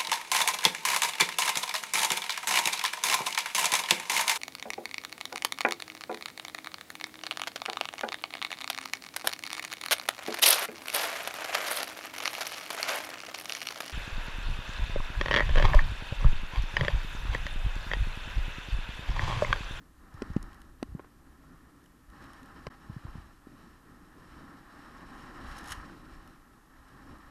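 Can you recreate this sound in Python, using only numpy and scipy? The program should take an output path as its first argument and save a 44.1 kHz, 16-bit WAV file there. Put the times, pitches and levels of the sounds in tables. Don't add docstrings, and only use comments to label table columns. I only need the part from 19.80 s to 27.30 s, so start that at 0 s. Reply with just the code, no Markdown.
import sys
import numpy as np
from scipy import signal
from scipy.fft import rfft, irfft
from scipy.io import wavfile
from scipy.ndimage import uniform_filter1d

SR = 44100
rng = np.random.default_rng(int(sys.argv[2]) if len(sys.argv) > 2 else 0)


def int16_out(signal):
    q = np.round(np.clip(np.atleast_2d(signal).T, -1, 1) * 32767)
    wavfile.write(sys.argv[1], SR, q.astype(np.int16))


def to_linear_factor(level_db):
    exponent = np.asarray(level_db, float) / 20
    return 10 ** exponent


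N = 330750


def unit(x):
    return x / np.sqrt(np.mean(x ** 2))


def resonance(x, hz, width_hz):
    return signal.lfilter(*signal.iirpeak(hz, hz / width_hz, fs=SR), x)


def through_case(sizes, modes):
    out = np.zeros(N)
    for hz, width_hz, db in modes:
        impacts = sizes * rng.standard_normal(N)
        once = resonance(impacts, hz, 1.5 * width_hz)
        out += to_linear_factor(db) * resonance(once, hz, 1.5 * width_hz)
    return out


def wander(rate_hz):
    hold = int(SR / rate_hz)
    steps = np.repeat(rng.standard_normal(N // hold + 1), hold)
    smooth = uniform_filter1d(uniform_filter1d(steps, hold), hold)
    return unit(smooth[:N])


def crystals(spread_db, patchy_db, patch_hz):
    rarity = np.minimum(rng.exponential(size=N), 7)
    return to_linear_factor(spread_db * rarity + patchy_db * wander(patch_hz))


# start in seconds, end in seconds,
# grinding at the start in dB, grinding at the end in dB, bite of the edges in dB.
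TURNS = [(0.153, 0.368, -58.5, -62.5, -2), (0.247, 0.707, -51, -55.5, -2), (0.978, 1.225, -64.5, -64, 0.5),
         (1.432, 1.867, -65, -61, -1.5), (2.257, 2.9, -54.5, -55, -1), (2.85, 3.37, -59.5, -55.5, 1.5),
         (3.5, 3.833, -66.5, -58, 1.5), (4.0, 4.36, -62.5, -61.5, -1), (4.266, 4.614, -60, -54, 1),
         (4.59, 5.58, -57.5, -49.5, -0.5), (5.468, 5.94, -48.5, -45.5, 0), (5.95, 6.524, -52, -58.5, 1),
         (6.55, 6.9, -62, -63.5, -3), (6.9, 7.5, -59, -56.5, -1)]


def ski_load():
    glide_db, load_db_per_s, unload_db_per_s, slew_s = -67.5, 107, 47.5, 0.084
    t = np.arange(N) / SR
    levels = []
    for start, end, first_db, last_db, _ in TURNS:
        loading = glide_db + load_db_per_s * (t - start)
        drift = np.interp(t, [start, end], [first_db, last_db])
        release = unload_db_per_s * np.maximum(t - end, 0)
        levels.append(np.minimum(loading, drift - release))
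    grind_db = np.maximum(np.max(levels, axis=0), glide_db)
    bite_db = np.array(TURNS)[np.argmax(levels, axis=0), -1]
    slew = int(slew_s * SR)
    return uniform_filter1d(grind_db, slew), uniform_filter1d(bite_db, slew)


# centre in Hz, width in Hz, level in dB.
BODY_MODES = [(104, 54, -2.5), (166.3, 71, -0.5), (269.5, 76.3, 2), (327.3, 42, -5.5), (506, 280, -16)]
GRIND_MODES = [(812, 82, 0), (1073, 161, 2.5), (1300, 166, 2.5), (1643, 226, -2), (1808, 148, -0.5),
               (624, 266, -8), (930, 520, -11.5)]
EDGE_MODES = [(2270, 800, 0.5), (2950, 440, 1), (3944, 390, 0), (4600, 320, -4.5), (5360, 430, -1.5),
              (6870, 570, -12), (8210, 330, -9), (10100, 1700, -18), (4630, 4900, -14.5)]
# time in seconds, rumble in dB.
GROUND = [(0, 0.5), (.35, -1.5), (.8, 1.5), (1.9, 1.5), (2.3, 0), (2.9, -0.5), (3.3, -3), (3.8, 1),
          (4.1, 3.5), (4.6, -1), (5.1, 1.5), (5.75, 0), (5.85, 0), (6.3, 3), (6.85, 0), (7.02, -5.5),
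          (7.2, 3), (7.5, -2.5)]


def skis(grind_db, bite_db):
    load_db = grind_db + 57
    edge_db = -69 + 1.12 * load_db + bite_db
    body_db = -56 + 0.62 * load_db + np.interp(np.arange(N) / SR, *np.transpose(GROUND))
    snow = wander(25)
    grind = unit(through_case(crystals(2.5, 1.0, 60), GRIND_MODES)) * to_linear_factor(grind_db + 0.84 * snow)
    edge = unit(through_case(crystals(1.5, 1.4, 80), EDGE_MODES)) * to_linear_factor(edge_db + 0.97 * snow)
    body = unit(through_case(crystals(0.9, 2.0, 20), BODY_MODES)) * to_linear_factor(body_db + 0.19 * snow)
    return grind + edge + body


def mount_swings(jolts, rise_cycles, sign):
    stiffening = 0.6
    out, t = np.zeros(N + SR), np.arange(SR // 2) / SR
    for s, db, hz, turns in jolts:
        cycles = hz * t + stiffening * (1 - np.exp(-hz * t))
        rise = 1 - np.exp(-(hz * t / rise_cycles) ** 2)
        decay = 1000 ** (-hz * t / turns)
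        swing = rise * decay * np.sin(2 * np.pi * cycles)
        out[int(s * SR):][:len(t)] += sign * to_linear_factor(db) * swing / np.abs(swing).max()
    return out[:N]


# start in seconds, peak in dB, settled pitch in Hz, cycles until silent.
THUMPS = [(0.344, -37, 67.6, 2.9), (.5012, -28, 94, 2), (.5095, -29, 37.8, 1.4), (.4200, -24.5, 237, 3),
          (1.0271, -24, 214, 6.4), (1.0272, -26, 300, 1.6), (1.1492, -26.5, 116, 3),
          (2.870, -29, 110, 0.68), (2.8745, -37, 59.4, 2.3), (3.106, -39, 100, 0.78),
          (3.163, -30.5, 105, 5.9), (3.250, -29.5, 69, 1.9), (3.278, -38, 32, 2.9),
          (3.353, -33.5, 114, 3.5), (3.379, -36, 64, 2.8), (5.906, -38.5, 42, 3.9),
          (5.97, -38.5, 40.8, 2.3)]


def thumps():
    return mount_swings(THUMPS, 0.22, -1)


# start in seconds, peak in dB, settled pitch in Hz, cycles until silent.
SHOVES = [
    (.5636, -14, 139, 1.5),
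    (0.574, -38, 149, 6),
    (.5668, -32, 420, 1.7),
    (3.096, -29, 97, 2.5),
    (3.669, -37, 215, 5),
]


def shoves():
    return mount_swings(SHOVES, 0.44, -1)


# start in seconds, peak in dB, settled pitch in Hz, cycles until silent.
REBOUNDS = [
    (0.426, -29.5, 205, 2.9),
    (1.085, -37.5, 52.6, 10),
    (1.119, -35, 47, 2.6),
    (1.1945, -35, 340, 7.1),
]


def rebounds():
    return mount_swings(REBOUNDS, 0.22, 1)


# start in seconds, level in dB, contact time in seconds,
# freedom to ring as a factor on the decay.
CLACKS = [(0.4198, -36, 0.00019, 0.71), (0.422, -33, 0.00013, 1.1), (0.5646, -41, 0.00011, 0.67),
          (.567, -39, 0.00017, 1.3), (1.0269, -42, 0.0002, 0.57), (1.0288, -30.5, 0.000076, 1.02),
          (1.148, -38, 0.0016, 0.73), (1.188, -45, .0006, .6), (1.1945, -23.5, 0.00067, 0.43),
          (1.200, -34.5, 0.00063, 0.73), (1.2445, -46, 0.0004, 0.69), (1.247, -45, .0004, 0.67),
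          (2.8681, -30, 0.00022, 1.2), (2.8689, -37.5, 0.00012, 1.2), (3.097, -41, .0015, 0.65),
          (3.165, -42, 0.0013, 0.65), (3.25, -44, 0.0013, .6), (3.268, -33.5, 0.00066, 0.58),
          (3.355, -33, 0.0013, 0.74), (3.671, -55, 0.0016, 0.97)]
# pitch in Hz, level in dB, decay by 60 dB in seconds.
CLACK_MODES = [(420, -0.5, 0.014), (553, 8.5, 0.0082), (810, -8, 0.015), (1046, 1.5, 0.033),
               (1330, 3, 0.017), (1613, -4, .022), (1960, 1, 0.016), (2500, 6.5, 0.005), (3050, -6, 0.013),
               (4000, 2, 0.0057), (4750, 4, 0.005), (5750, -2.5, 0.0088), (8400, 3.5, 0.0028),
               (11000, -18, .004)]


def clacks():
    out, t = np.zeros(N + SR), np.arange(SR // 10) / SR
    chance = rng.random((len(CLACKS), len(CLACK_MODES), 2))
    for (s, db, contact, freedom), luck in zip(CLACKS, chance):
        attack = 1 - np.exp(-(2 * t / contact) ** 2)
        for (hz, mode_db, t60), (strength, spot) in zip(CLACK_MODES, luck):
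            gain = to_linear_factor(db + mode_db + 3.21 * (strength - 3.0)) / (1 + (hz * contact) ** 3)
            decay = 1000 ** (-t / (t60 * freedom))
            tone = np.sin(2 * np.pi * hz * (1 + 0.06 * (spot - 0.5)) * t)
            out[int(s * SR):][:len(t)] += np.sign(spot - 0.3) * gain * attack * decay * tone
    return out[:N]


# centre in Hz, width in Hz, level in dB.
TICK_MODES = [(4030, 870, -6.5), (5370, 540, -4), (6520, 390, -5), (7600, 2100, -12.5), (10430, 2300, -8.5),
              (12700, 1400, -21)]
HOLLOW_MODES = [(2990, 340, 0.5), (1690, 290, 1.5), (1260, 220, -2)]
# start in seconds, level in dB, hollow ring in dB.
TICKS = [(0.3393, -51.5, -16), (0.503, -61, -12), (0.533, -54, -3), (0.626, -41.5, -19), (0.729, -53, -1),
         (0.743, -50.5, -8), (0.802, -54, -6), (0.815, -48, -5), (2.0384, -56, -8), (2.0578, -58.5, 3),
         (2.299, -55, -8), (2.423, -56, -14), (2.4394, -55, -9), (2.5316, -47, -7), (2.629, -50, -5),
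         (2.657, -52, -19), (5.722, -59, 2), (5.768, -48, -9), (5.8074, -50, -12), (5.8292, -51, -8),
         (5.8401, -46, -10), (5.857, -47, -15), (5.874, -41, -14), (5.882, -42, -18), (5.89, -46, -9),
         (5.9065, -46, -7), (5.918, -33.5, -3), (6.474, -51.5, -3), (7.083, -56, -6), (7.383, -56, -14)]
# start in seconds, level in dB, length in seconds, hollow ring in dB.
SPRAYS = [
    (2.413, -71, 0.066, 6),
    (5.303, -63, .15, 1),
    (5.65, -55.5, 0.12, -3),
    (5.777, -44.5, 0.016, -13),
    (5.848, -51.5, 0.12, -2),
    (5.899, -41, .016, -2),
    (5.918, -36, 0.0086, 0.5),
    (5.924, -48, 0.011, -1),
]


def ticks_and_sprays():
    t, touch, hollow = np.arange(N) / SR, np.zeros(N), np.zeros(N)
    ticks = [(s, db, 0.0042, hollow_db) for s, db, hollow_db in TICKS]
    for s, db, length, hollow_db in ticks + list(SPRAYS):
        span = slice(int(s * SR), int((s + 0.3) * SR))
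        u = (t[span] - s) / length
        burst = to_linear_factor(db) * np.clip(2.4 * u, 0, 1) * np.exp(-u ** 3)
        touch[span] += burst
        hollow[span] += burst * to_linear_factor(hollow_db)
    sizes = unit(crystals(2.2, 1.2, 300))
    bright = to_linear_factor(5.5) * through_case(touch * sizes, TICK_MODES)
    return bright + to_linear_factor(12.0) * through_case(hollow * sizes, HOLLOW_MODES)


# centre in Hz, width in Hz, level in dB.
EDDIES = [(13.8, 29, -5), (32, 15.2, 1.5), (62.2, 19, -2.5)]
# centre in seconds, level above the steady wind in dB, half length in seconds.
GUSTS = [(0.177, 6.5, .07), (0.393, 8.5, 0.066), (0.59, 12.5, 0.14), (0.91, 8.5, 0.1), (1.08, 12, .07),
         (1.446, 6, 0.19), (1.77, 2.5, .08), (2.304, 7, 0.053), (3.115, 10.5, .07), (3.365, 12.5, 0.061),
         (3.55, 5, .08), (4.55, 3.5, 0.075), (5.0, -4.5, .2), (5.68, 11, 0.065), (6.005, 7, .06),
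         (6.357, 7, 0.11), (7.304, 5, 0.079)]


def buffeting(grind_db):
    t = np.arange(N) / SR
    air_db = -58 + 0.5 * (grind_db + 57)
    for s, db, half in GUSTS:
        air_db = air_db + db * np.exp(-((t - s) / half) ** 2)
    return unit(through_case(to_linear_factor(0.44 * wander(5.1)), EDDIES)) * to_linear_factor(air_db)


# frequency in Hz, level in dB per Hz.
HISS = [(1500, 2.5), (4000, -2.5), (9000, -4), (12500, -2), (13500, -5.5), (14000, -7), (14400, -15),
        (14700, -26)]


def hiss():
    hz, db = np.transpose(HISS)
    f = np.fft.rfftfreq(N, 1 / SR) + 1
    colour = to_linear_factor(np.interp(np.log(f), np.log(hz), db))
    return to_linear_factor(-70.5) * unit(irfft(rfft(rng.standard_normal(N)) * colour, N))


def scene():
    grind_db, bite_db = ski_load()
    jolts = thumps() + shoves() + rebounds()
    gear = clacks() + ticks_and_sprays()
    return (skis(grind_db, bite_db) + jolts + gear + buffeting(grind_db))[None]


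def low_pass(x):
    return signal.sosfilt(signal.butter(12, 15280, fs=SR, output="sos"), x)


def record(dry):
    dropout_s, half_s, dropout_db = 2.8956, 0.0053, -28
    dip = to_linear_factor(dropout_db * np.exp(-((np.arange(N) / SR - dropout_s) / half_s) ** 2))
    lowpass = signal.ellip(6, 1, 40, 15000, fs=SR, output="sos")
    mix = signal.sosfilt(lowpass, (dry + hiss()) * dip)
    return low_pass(mix)


dry = scene()
out = record(dry)
int16_out(out)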